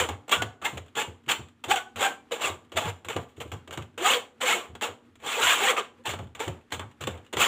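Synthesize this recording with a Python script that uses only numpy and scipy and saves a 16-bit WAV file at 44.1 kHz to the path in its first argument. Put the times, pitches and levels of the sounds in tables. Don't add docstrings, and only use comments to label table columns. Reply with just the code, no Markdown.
import sys
import numpy as np
from scipy import signal
from scipy.fft import rfft, irfft, next_fast_len
from scipy.io import wavfile
from scipy.ndimage import uniform_filter1d, map_coordinates

SR = 44100
rng = np.random.default_rng(int(sys.argv[2]) if len(sys.argv) > 2 else 0)


def gain_from_db(level_db):
    decades = np.asarray(level_db, float) / 20
    return 10 ** decades


def wrap_up_sound(samples):
    columns = np.atleast_2d(samples).T
    tamed = np.clip(columns, -1, 1)
    steps = np.round(tamed * 32767).astype(np.int16)
    wavfile.write(sys.argv[1], SR, steps)


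N = 329427

# (frequency [Hz], density [dB per Hz])
ROOM_FLOOR = [(18, -21.5), (30, -3), (185, -7.5), (281, 1), (472, -6), (511, -14), (629, -16.5),
              (1240, -10), (3320, -19.5), (5030, -30), (7400, -30), (15000, -42)]
ROOM_FLOOR_DB = -62
# (frequency [Hz], t60 [s])
ROOM_DECAY = [(100, 0.52), (500, 0.41), (2000, 0.25), (7000, 0.27), (14000, 0.21)]

# (frequency [Hz], width [Hz], level [dB])
BOARD_MODES = [(87.4, 20, 5.5), (101, 63, -6.5), (131, 11, -14)]
# (start [s], hold [s], level [dB], thud over the rock [dB])
ROCKING = [(0, 0.017, -37.5, 0), (0.089, 0.037, -37.5, 0), (.36, 0.1, -40.5, 0), (0.725, 0.065, -40.5, -3),
           (.955, 0.022, -52, 0), (1.072, 0.02, -42.5, 0), (1.267, 0.0087, -49, 0),
           (1.388, 0.023, -41.5, 0), (1.67, .02, -46.5, 0), (1.955, 0.016, -46.5, 0), (2.41, .05, -55, 0),
           (2.494, 0.023, -43.5, 0), (2.747, 0.028, -41.5, -3), (2.845, 0.044, -35.5, -3),
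           (3.058, 0.015, -47, 0), (3.153, 0.032, -37, 0), (3.374, 0.034, -47, 0), (3.45, 0.021, -45, 0),
           (3.521, 0.021, -38, -3), (3.685, .02, -49, 0), (3.77, 0.035, -39, 0), (4.693, .025, -44, -9),
           (6.3, .12, -57, -12), (3.929, 0.042, -59.5, 0), (5.22, 0.026, -57, 0), (.62, .03, -53, 0),
           (4.886, 0.011, -50, -3), (5.42, 0.02, -47, -4), (6.075, 0.1, -43, 0), (6.19, 0.054, -40, -6),
           (6.47, 0.025, -35, -2), (6.727, 0.12, -44, 0), (7.008, 0.14, -41.5, -3), (7.36, 0.024, -36, 0)]
ROCK_RISE_S, ROCK_FALL_S = 0.00969, 0.19
SHAKE_DB, TREMOR_DB = -42.5, -70
# (frequency [Hz], width [Hz], level [dB])
THUD_MODES = [(182, 320, -6), (350, 74, -0.5)]
THUD_DB, THUD_T60_S = -1.5, 0.16

# (frequency [Hz], width [Hz], level [dB])
SIEVE_MODES = [(480, 38, 3), (790, 180, -2), (1160, 120, 1), (1340, 43, -8), (1589, 30, 0), (2200, 99, -1),
               (2620, 110, -7), (2910, 300, -5.5), (3350, 78, -10.5), (3540, 72, -1.5)]
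# (frequency [Hz], width [Hz], level [dB])
BOWL_MODES = [(1160, 7, -3.5), (1418, 20, -1), (1640, 14, -0.5), (2390, 12, -8), (810, 14, -9)]
BOWL_DB = -8
# (time [s], frequency [Hz], level [dB], t60 [s])
RINGS = [(.36, 1470, -33, 0.45), (.42, 1130, -46, 0.38), (1.76, 1490, -37, 0.32), (1.83, 746, -46, 0.25),
         (1.79, 1130, -47, .22), (2.07, 1558, -32.5, 0.27), (2.08, 775, -36, 0.16), (2.17, 2350, -53, 0.23),
         (2.49, 1180, -41, .37), (2.5, 785, -45, 0.22), (4.19, 494, -39, 0.25), (4.24, 2410, -52, 0.12),
         (4.49, 506, -38, 0.25), (5.81, 1204, -44, 0.17), (3.23, 1150, -52, .4), (3.05, 500, -44, .2),
         (2.72, 430, -44, .15), (1.645, 850, -38, .2), (1.04, 950, -44, .3), (.7, 1050, -46, .4),
         (2.35, 490, -42, .25)]
RING_RISE_S = .012

# (time [s], peak [dB])
CRACKLES = [(0.74, -48), (0.8616, -47), (0.8815, -47), (1.2366, -56), (1.2626, -45), (1.485, -46),
            (2.6482, -53), (2.695, -57), (2.9633, -54), (2.9864, -53), (3.2914, -53), (3.3684, -46),
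            (3.823, -36.5), (5.2011, -46), (5.216, -53), (6.458, -40), (6.2704, -51), (5.052, -60),
            (6.6117, -55), (6.7055, -41), (6.913, -47), (7.109, -40), (7.1754, -41.5), (7.2479, -49),
            (7.2645, -45.5)]
# (time [s], peak [dB], body [dB])
SPOON_TICKS = [(0.2815, -44, -1), (.623, -34, -1), (0.954, -27, -4), (1.2903, -17.5, -24), (1.6405, -26, -6),
               (1.9602, -35, -6), (2.719, -35.5, 7), (3.0465, -46, 11), (3.406, -38, 3), (3.676, -37, -2),
               (3.9785, -26, -9), (4.7519, -34, 7), (4.8113, -25, -9), (5.155, -43.5, -19), (6.0567, -33, -17),
               (6.35, -31, -7), (6.7225, -20, -12), (7.0085, -32, -10), (7.3357, -23.5, 4.5),
               (2.311, -35.5, 7.5), (4.408, -32, -13), (4.4145, -23, -10), (4.8167, -26, -6),
               (2.3202, -30, -4),
               (.089, -24, -17), (0.294, -22, -7), (.3145, -20, -10), (.3247, -20, -10), (0.4211, -14.5, -4),
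         (.649, -20, -18), (0.7772, -28, 0), (2.7678, -20, -5), (2.7727, -18, -6), (2.8176, -27, -5),
         (2.855, -28, 0), (4.523, -20, -10), (6.3938, -30, -5), (3.0853, -22.5, -5), (3.164, -23, 3.5),
         (3.5184, -39, -8), (3.7086, -29.5, -4), (3.7742, -25, -1), (3.538, -36, 6), (5.7783, -26, -0.5),
         (6.137, -26, 5), (6.1894, -34.5, -1), (6.4025, -22, -3), (6.4782, -24.5, 6.5), (6.7446, -30, -5),
         (6.7946, -27, 2.5), (7.038, -25, -11), (7.0716, -18, 3), (7.3691, -18, 1.5)]

# (start [s], length [s], wires at start [Hz], at end [Hz], level [dB])
BUZZES = [(.005, 0.057, 503, 473, -31), (.315, 0.031, 1147, 1152, -24.5), (.64, 0.055, 772, 1045, -32),
          (0.97, 0.06, 800, 900, -33), (0.956, 0.068, 403, 524, -38), (1.685, 0.032, 306, 480, -32),
          (1.757, 0.042, 753, 734, -31), (2.025, 0.07, 785, 790, -25), (2.766, 0.033, 688, 635, -29.5),
          (3.091, 0.034, 489, 406, -34.5), (4.07, 0.078, 405.7, 625, -31.5), (4.469, 0.065, 736, 993, -32),
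          (4.521, 0.02, 1326, 1293, -26.5), (5.418, 0.051, 1373, 1465, -28), (5.455, 0.056, 1096, 894, -28),
          (5.515, 0.029, 1327, 1173, -28), (5.629, 0.048, 791, 790, -28.5), (5.65, 0.087, 495, 517, -33),
          (5.68, 0.024, 1160, 1090, -27), (6.045, 0.041, 916, 920, -39.5), (6.393, 0.062, 422, 510, -36.5),
          (7.328, 0.041, 493, 476, -44), (4.407, .06, 480, 520, -40), (4.075, .05, 420, 520, -33)]
# (start [s], length [s], pitch at start [Hz], at
# end [Hz], level [dB])
SINGS = [(.32, 0.05, 1375, 1423, -32), (1.285, 0.071, 1115, 1160, -37), (1.705, 0.028, 756, 875, -19),
         (1.735, 0.019, 790, 793, -22), (2.003, 0.043, 367, 746, -31.5), (2.316, 0.035, 503, 466, -28.5),
         (2.436, 0.076, 1160, 1178, -33.5), (2.439, 0.021, 2620, 2680, -27), (2.82, 0.1, 823, 951, -36),
         (3.993, 0.074, 331, 415, -33), (4.03, 0.072, 657, 927, -26.5), (4.047, 0.033, 1240, 1340, -23),
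         (4.098, 0.032, 2676, 2810, -20.5), (4.14, 0.067, 500, 467, -29), (4.425, 0.055, 506, 497, -26),
         (4.81, 0.056, 871, 874, -34.5), (5.24, 0.05, 800, 850, -41), (5.37, 0.057, 480, 438, -31),
         (5.483, 0.061, 1563, 1690, -27.5), (5.773, 0.041, 1267, 1087, -29), (5.988, 0.04, 498, 520, -58),
         (7.369, 0.058, 392, 630, -33.5), (7.408, 0.047, 2670, 2750, -24.5), (4.47, 0.023, 2220, 2250, -24),
         (4.479, 0.035, 2440, 2680, -27), (4.503, .025, 1956, 2080, -28.5), (4.527, .025, 2260, 2080, -27),
         (4.064, 0.019, 2590, 2730, -29), (4.085, 0.018, 2110, 2200, -26), (5.695, 0.037, 559, 326, -29.5),
         (5.466, 0.033, 716, 684, -34.5), (5.384, .025, 877, 944, -29), (0.314, 0.028, 3350, 3250, -19),
         (5.612, 0.034, 415, 380, -33.5), (5.781, 0.043, 480, 395, -32.5),
         (.65, 0.026, 2080, 2170, -31.5), (.958, 0.04, 3400, 3300, -30), (.995, 0.019, 2600, 3000, -32.5),
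           (1.705, 0.028, 2270, 2600, -29), (1.705, .03, 1450, 1700, -33), (4.045, .04, 3500, 3100, -28),
           (4.485, .03, 3300, 3600, -28), (4.515, .02, 3000, 2700, -28), (5.33, .04, 2600, 2300, -34),
           (5.68, .035, 3200, 3450, -27), (5.465, .03, 3300, 3250, -28), (1.7, 0.04, 3000, 3500, -32.5),
           (2.035, 0.031, 3700, 3230, -28), (4.54, .07, 380, 340, -39), (2.86, .05, 430, 450, -37),
           (4.82, 0.03, 2700, 2900, -33), (5.66, 0.048, 1650, 2100, -27), (5.695, .028, 1400, 1300, -30),
           (5.485, .03, 2950, 2850, -28), (4.14, .03, 2530, 2900, -35), (.33, 0.028, 2700, 2900, -23.5)]
BUZZ_STEP_DB, SING_STEP_DB = -4, -12.5

# (frequency [Hz], density [dB per Hz])
GRIT_COLOUR = [(90, -50), (200, -14), (400, -5.5), (1100, -0.5), (1900, -2.5), (3300, -2), (3900, -10.5),
               (5000, -25.5), (6300, -18.5), (7200, -9), (8300, -18), (10000, -28.5), (12500, -31),
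               (15500, -26)]
# (start [s], rise [s], hold [s], fall [s], peak [dB])
STROKES = [(0, 0.00038, 0.0022, 0.12, -17.5), (0.308, 0.011, 0.014, 0.11, -18),
           (0.627, 0.031, 0.0026, 0.091, -24), (0.951, 0.022, 0.046, 0.06, -25.5),
           (1.28, 0.014, 0.026, 0.055, -20), (1.682, 0.031, 0.0027, 0.1, -16.5),
           (1.965, 0.056, 0.033, 0.14, -21.5), (2.309, 0.01, 0.014, 0.17, -30.5),
           (2.395, 0.026, 0.051, 0.13, -24.5), (2.758, 0.015, .003, 0.086, -20),
           (2.796, 0.012, 0.094, 0.039, -35), (3.082, 0.017, .005, 0.19, -33),
           (3.4, 0.0041, 0.018, 0.04, -33.5), (3.719, 0.0086, 0.013, 0.052, -36.5),
           (3.985, 0.075, 0.08, 0.13, -19), (4.404, 0.0085, 0.022, 0.072, -25),
           (4.42, 0.043, 0.066, 0.2, -21), (4.811, 0.012, 0.021, 0.12, -25),
           (6.051, 0.005, 0.024, 0.07, -28), (6.087, .005, .022, .11, -29),
           (6.395, 0.0056, 0.015, 0.2, -31), (6.717, 0.0054, 0.015, 0.084, -29.5),
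           (7.005, 0.0071, 0.0044, 0.083, -33.5), (7.363, 0.044, 0.014, 0.45, -16)]
# (time [s], pressure [dB], body [dB])
SWEEP = [
    [(5.19, -72, -68), (5.245, -42.5, -36), (5.27, -32.5, -34), (5.318, -29, -39.5), (5.372, -31, -36),
     (5.415, -26, -31.5), (5.436, -21, -45), (5.532, -19.5, -50), (5.548, -24, -36.5)],
    [(5.576, -28, -32), (5.62, -25.5, -31.5), (5.666, -22.5, -30), (5.684, -23.5, -39), (5.714, -22.5, -29),
     (5.73, -43, -23), (5.76, -47, -38)],
]
# (start [s], fall [s], peak [dB], body over grit [dB])
RUBS = [(0.086, 0.097, -31.5, 7.5), (0.417, 0.059, -36.5, 14), (0.771, 0.044, -35.5, 2.5),
        (1.638, 0.083, -29.5, 1.5), (1.757, 0.11, -22, -15), (1.958, 0.1, -32.5, 1),
        (2.719, 0.14, -44.5, 7), (3.046, 0.082, -37.5, -14), (3.161, 0.081, -35, 10),
        (3.516, 0.073, -34, 4.5), (3.674, 0.025, -45, 11), (3.775, 0.1, -43, 11.5),
        (3.976, 0.17, -36.5, 5.5), (4.751, 0.04, -42, 5.5), (6.189, 0.073, -46.5, 13),
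        (6.348, 0.14, -45, 6), (6.477, 0.19, -51.5, 7), (6.793, 0.074, -37, 11), (7.068, 0.19, -38, 5),
        (7.327, 0.061, -29.5, -1.5), (0.279, 0.075, -40, 6), (0.615, .07, -44, 10)]
# (start [s], rise [s], hold [s], fall [s], peak [dB])
MUFFLED = [
    (5.755, 0.016, 0.024, 0.07, -22),
    (5.81, .01, 0.025, .12, -44),
]
# (start [s], rise [s], hold [s], fall [s], peak [dB])
SLIDES = [(.35, .01, .05, .1, -53), (.69, .02, 0.048, 0.09, -47), (1.02, .02, 0.037, .1, -51),
          (2.815, .005, 0.074, .05, -50), (3.1, 0.017, .04, .1, -50), (3.18, 0.017, 0.04, 0.055, -49.5),
          (3.26, 0.024, .03, .1, -59), (3.362, .003, 0.026, 0.061, -53), (3.43, .02, .05, .1, -54),
          (3.53, .01, 0.032, .06, -53), (3.73, 0.011, 0.024, .06, -51), (3.79, 0.018, .03, .08, -55),
          (6.035, .003, 0.0088, .05, -54), (6.088, 0.0035, 0.018, 0.069, -38),
          (6.2, 0.016, 0.028, 0.063, -54), (6.42, .02, .05, .08, -44), (4.52, 0.0037, .012, 0.07, -32),
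          (6.75, 0.022, 0.046, 0.11, -53), (7.09, 0.018, 0.045, 0.12, -53)]
RISE_DB, FALL_DB = 23.5, 47
RUB_RISE_S = .002
TRAIL_DB, TRAIL_DB_PER_S = -29.5, 149
BODY_DB, BODY_FOLLOWS, BODY_PIVOT_DB = -3.5, 0.45, -24
WIRES_HZ, WIRES_PER_DB = 900, .025
WIRE_SCATTER, WIRE_SHARE = .2, .36


def unit(x):
    return x / np.sqrt(np.mean(x ** 2) + 1e-20)


def along(points, hz):
    f, v = np.transpose(points)
    return np.interp(np.log(hz + 1), np.log(f + 1), v)


def wobble(rate):
    return map_coordinates(rng.standard_normal(int(N * rate / SR) + 4), [np.arange(N) * rate / SR])


def filtered(x, response):
    m = 2 * next_fast_len(N // 2 + SR // 4)
    return irfft(rfft(x, m) * response(np.fft.rfftfreq(m, 1 / SR)), m)[:N]


def resonances(modes, hz):
    return sum(gain_from_db(db) * 1j * hz * w / (c * c - hz * hz + 1j * hz * w) for c, w, db in modes)


def causal(points, hz, size=8192):
    grid = np.fft.rfftfreq(size, 1 / SR)
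    cepstrum = irfft(np.log(np.maximum(gain_from_db(along(points, grid)), 1e-4)))
    cepstrum[1:size // 2] *= 2
    cepstrum[size // 2 + 1:] = 0
    return np.exp(np.interp(hz, grid, rfft(cepstrum)))


def steel_gain(ring_db, tilt):
    def response(hz):
        shape = causal(GRIT_COLOUR, hz) * (1 + gain_from_db(ring_db) * resonances(SIEVE_MODES, hz))
        shape = shape * (1 + 1j * hz / 500) ** tilt
        return shape / np.sqrt(np.mean(abs(shape) ** 2))
    return response


def push_db(start, rise, hold, fall, db):
    on = slice(int(start * SR), min(N, int((start + rise + hold + .45) * SR)))
    t = np.arange(on.start, on.stop) / SR - start
    after = np.maximum(t - rise - hold, 0)
    drop = np.maximum(-FALL_DB * after / fall, TRAIL_DB - TRAIL_DB_PER_S * after)
    return on, db - RISE_DB * np.clip(1 - t / rise, 0, 1) + drop


def gain_curve(rows):
    power = np.zeros(N)
    for row in rows:
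        on, level = push_db(*row)
        power[on] += gain_from_db(2 * level)
    return np.sqrt(power)


def fade(level, below_db=30):
    return 2 * np.minimum(level - level.max() + below_db, 0)


def stroke_controls():
    grit, body = np.zeros(N), np.zeros(N)
    s, db, body_db = np.transpose([row for leg in SWEEP for row in leg])
    sweep = slice(int(s[0] * SR), int(s[-1] * SR))
    t = np.arange(sweep.start, sweep.stop) / SR
    grit[sweep] = gain_from_db(2 * np.interp(t, s, db + 2.5))
    body[sweep] = gain_from_db(2 * np.interp(t, s, body_db + 4.0))
    for row in STROKES:
        on, level = push_db(*row)
        grit[on] += gain_from_db(2 * level)
        body_level = BODY_PIVOT_DB + BODY_DB + BODY_FOLLOWS * (level - BODY_PIVOT_DB)
        body[on] += gain_from_db(2 * body_level + fade(level))
    for start, fall, peak_db, over_db in RUBS:
        on, level = push_db(start, RUB_RISE_S, 0, fall, peak_db)
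        grit[on] += gain_from_db(2 * level)
        body_level = peak_db + over_db + BODY_FOLLOWS * (level - peak_db)
        body[on] += gain_from_db(2 * body_level + fade(level))
    return np.sqrt(grit), np.sqrt(body)


def hum():
    def colour(hz):
        drone = resonances([(237.0, 13, 14), (42, 15, 14)], hz)
        return gain_from_db(along(ROOM_FLOOR, hz)) * (1 + drone)
    noise = unit(filtered(rng.standard_normal(N), colour))
    return gain_from_db(ROOM_FLOOR_DB + 1.5 + 2.2 * wobble(20)) * noise


def kitchen(x, count=4):
    out, turn = np.zeros(N), np.arange(N) / SR / .33
    for k in range(count):
        hz, t, z = signal.stft(rng.standard_normal(SR // 2), SR, nperseg=256)
        decay = gain_from_db(-60 * t / along(ROOM_DECAY, hz)[:, None])
        tail = signal.istft(z * decay, SR, nperseg=256)[1]
        share = np.clip(1 - abs((turn - k + count / 2) % count - count / 2), 0, 1)
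        delayed = np.pad(x * share, (300, 0))
        out += signal.oaconvolve(delayed, tail / np.linalg.norm(tail))[:N]
    return out


def rocking():
    power = gain_from_db(2 * SHAKE_DB) * stroke_controls()[0] ** 2 + gain_from_db(2 * (TREMOR_DB + 3.5 * wobble(14)))
    for start, hold, db, _ in ROCKING:
        first = int(start * SR)
        t = np.arange(min(N - first, SR // 2)) / SR
        after = np.maximum(t - ROCK_RISE_S - hold, 0)
        swing = np.clip(t / ROCK_RISE_S, 0, 1) * gain_from_db(db - FALL_DB * after / ROCK_FALL_S)
        power[first:][:len(t)] += swing ** 2
    ring = unit(filtered(rng.standard_normal(N),
                         lambda hz: resonances(BOARD_MODES, hz) * resonances([(94.0, 104, 0)], hz)))
    steady = ring / (abs(signal.hilbert(ring)) + 0.29)
    return np.sqrt(power) * unit(steady)


def thuds():
    bumps, t = np.zeros(N + SR), np.arange(SR // 8) / SR
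    for start, hold, db, thud_db in ROCKING:
        bump = gain_from_db(db + thud_db - 60 * t / THUD_T60_S) * rng.standard_normal(len(t))
        bumps[round((start + ROCK_RISE_S / 2) * SR):][:len(t)] += bump
    foot = filtered(bumps[:N], lambda hz: resonances(THUD_MODES, hz) * resonances([(250, 410, 0)], hz))
    return gain_from_db(THUD_DB + 22.5) * foot


def rings():
    out, t = np.zeros(N + SR), np.arange(SR // 2) / SR
    shake = np.pad([wobble(60), wobble(40)], [(0, 0), (0, SR)])
    for s, hz, db, t60 in RINGS:
        first = round(s * SR)
        drift, flutter = shake[:, first:][:, :len(t)]
        fading = gain_from_db(db - 60 * t / t60 + 6 * flutter - 3) * (1 - np.exp(-t / RING_RISE_S))
        out[first:][:len(t)] += fading * np.sin(2 * np.pi * hz * t + .9 * drift)
    return out[:N]


def crackles():
    crack, t = np.zeros(N + SR), np.arange(SR // 20) / SR
    luck = np.minimum(rng.standard_normal(300), 2)
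    crack[rng.integers(0, N, size=300)] += gain_from_db(-56.0 + 4.5 * luck)
    for s, db in CRACKLES:
        crack[round(s * SR):][:len(t)] += gain_from_db(db - 8.5 - 60 * t / 0.058) * rng.standard_normal(len(t))
    return filtered(crack[:N], steel_gain(ring_db=-7.0, tilt=0.28))


def ticks():
    crack, knock, t = np.zeros(N + SR), np.zeros(N + SR), np.arange(SR // 20) / SR
    rise = 1 - np.exp(-t / 0.00025)
    for s, db, body_db in SPOON_TICKS:
        first = round(s * SR)
        a, b = rng.standard_normal((2, len(t)))
        decay = gain_from_db(db - 7.5 - 60 * t / 0.049) + gain_from_db(db - 10.5 - 60 * t / 0.0038)
        crack[first:][:len(t)] += decay * a * rise
        knock[first:][:len(t)] += gain_from_db(db + body_db - 10.5 - 60 * t / 0.063) * b * rise
    return (filtered(crack[:N], steel_gain(ring_db=-7.0, tilt=0.28))
            + filtered(knock[:N], steel_gain(ring_db=-25, tilt=-3.0)))


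def whirr(waver=.03, flutter_db=3., count=6):
    out = np.zeros(N + SR)
    unsteady = np.pad(1 + waver * wobble(150), (0, SR), constant_values=1)
    tones = [(*row, BUZZ_STEP_DB) for row in BUZZES] + [(*row, SING_STEP_DB) for row in SINGS]
    for s, length, from_hz, to_hz, db, step_db in tones:
        start, u = round(s * SR), np.linspace(0, 1, num=round(length * SR))
        pitch = (from_hz + (to_hz - from_hz) * u) * unsteady[start:][:len(u)]
        phase = 2 * np.pi * np.cumsum(pitch) / SR
        tone = np.zeros(len(u))
        for k, (a, b) in enumerate(rng.uniform(-1.19, 1, (count, 2))):
            overtone_db = step_db * k + 0.79 * a * (k > 0)
            tone += gain_from_db(overtone_db) * np.sin((k + 1) * phase + np.pi * b)
        swell = np.maximum(np.sin(np.pi * u ** 0.81), 0)
        out[start:][:len(u)] += gain_from_db(db + 1.0) * swell * tone
    flutter = gain_from_db(flutter_db * np.clip(wobble(110), -3, 1))
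    return filtered(out[:N] * flutter, lambda hz: 1 / (1 + (hz / 3450) ** 16))


def clumpy(patchy_db, bins, frames):
    z = signal.stft(rng.standard_normal(N + 256), nperseg=256, noverlap=192)[2]
    field = uniform_filter1d(uniform_filter1d(rng.standard_normal(z.shape), bins, 0), frames, 1)
    return unit(signal.istft(z * gain_from_db(patchy_db * unit(field)), nperseg=256, noverlap=192)[1][:N])


def wires(grit):
    level_db = 20 * np.log10(grit + 1e-4) + 20
    passed = np.cumsum(WIRES_HZ * np.exp(WIRES_PER_DB * level_db + .15 * wobble(25))) / SR
    k = np.arange(1, 8000)
    luck = rng.standard_normal((len(k), 2))
    at = np.searchsorted(passed, k + WIRE_SCATTER * luck[:, 0])
    return unit(np.bincount(at, gain_from_db(1.5 * luck[:, 1]), N + 1)[:N])


def scrape():
    grit, body = stroke_controls()
    lumps_db = .5 * wobble(60) + 1.2 * wobble(300) + 1.2 * wobble(1800)
    hiss = clumpy(3.3, bins=2, frames=10) * gain_from_db(lumps_db)
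    rasp = np.sqrt(1 - WIRE_SHARE ** 2) * hiss + WIRE_SHARE * wires(grit)
    rush = clumpy(3.5, bins=2, frames=10)
    return (filtered(gain_from_db(-5.0) * grit * rasp, steel_gain(ring_db=-5.0, tilt=0.48))
            + filtered(gain_from_db(-9.5) * body * rush, steel_gain(ring_db=-3.5, tilt=-1.38))
            + filtered(gain_from_db(-4.5) * gain_curve(MUFFLED) * hiss, steel_gain(ring_db=-4.0, tilt=-0.12))
            + filtered(gain_from_db(-9.0) * gain_curve(SLIDES) * hiss[::-1], steel_gain(ring_db=-11.5, tilt=0.7)))


def scene():
    rasp, tone = scrape() + ticks() + crackles(), whirr()
    bowl = gain_from_db(BOWL_DB) * filtered(tone + rasp, lambda hz: resonances(BOWL_MODES, hz))
    room = gain_from_db(-8.5) * kitchen(rasp + gain_from_db(-5) * tone)
    return (hum() + room + rocking() + thuds() + rings() + bowl + tone + rasp)[None]


def band_limit(x):
    return signal.sosfilt(signal.butter(12, 16630, fs=SR, output="sos"), x)


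def record(dry):
    def microphone(hz):
        top = gain_from_db(-58 * np.clip((hz - 15500) / 120 + .2, 0, 1))
        return top * (gain_from_db(-18.5) + 1 / (1 + (74 / (hz + 1)) ** 14))
    return band_limit(filtered(dry[0], microphone)[None])


dry = scene()
out = record(dry)
wrap_up_sound(out)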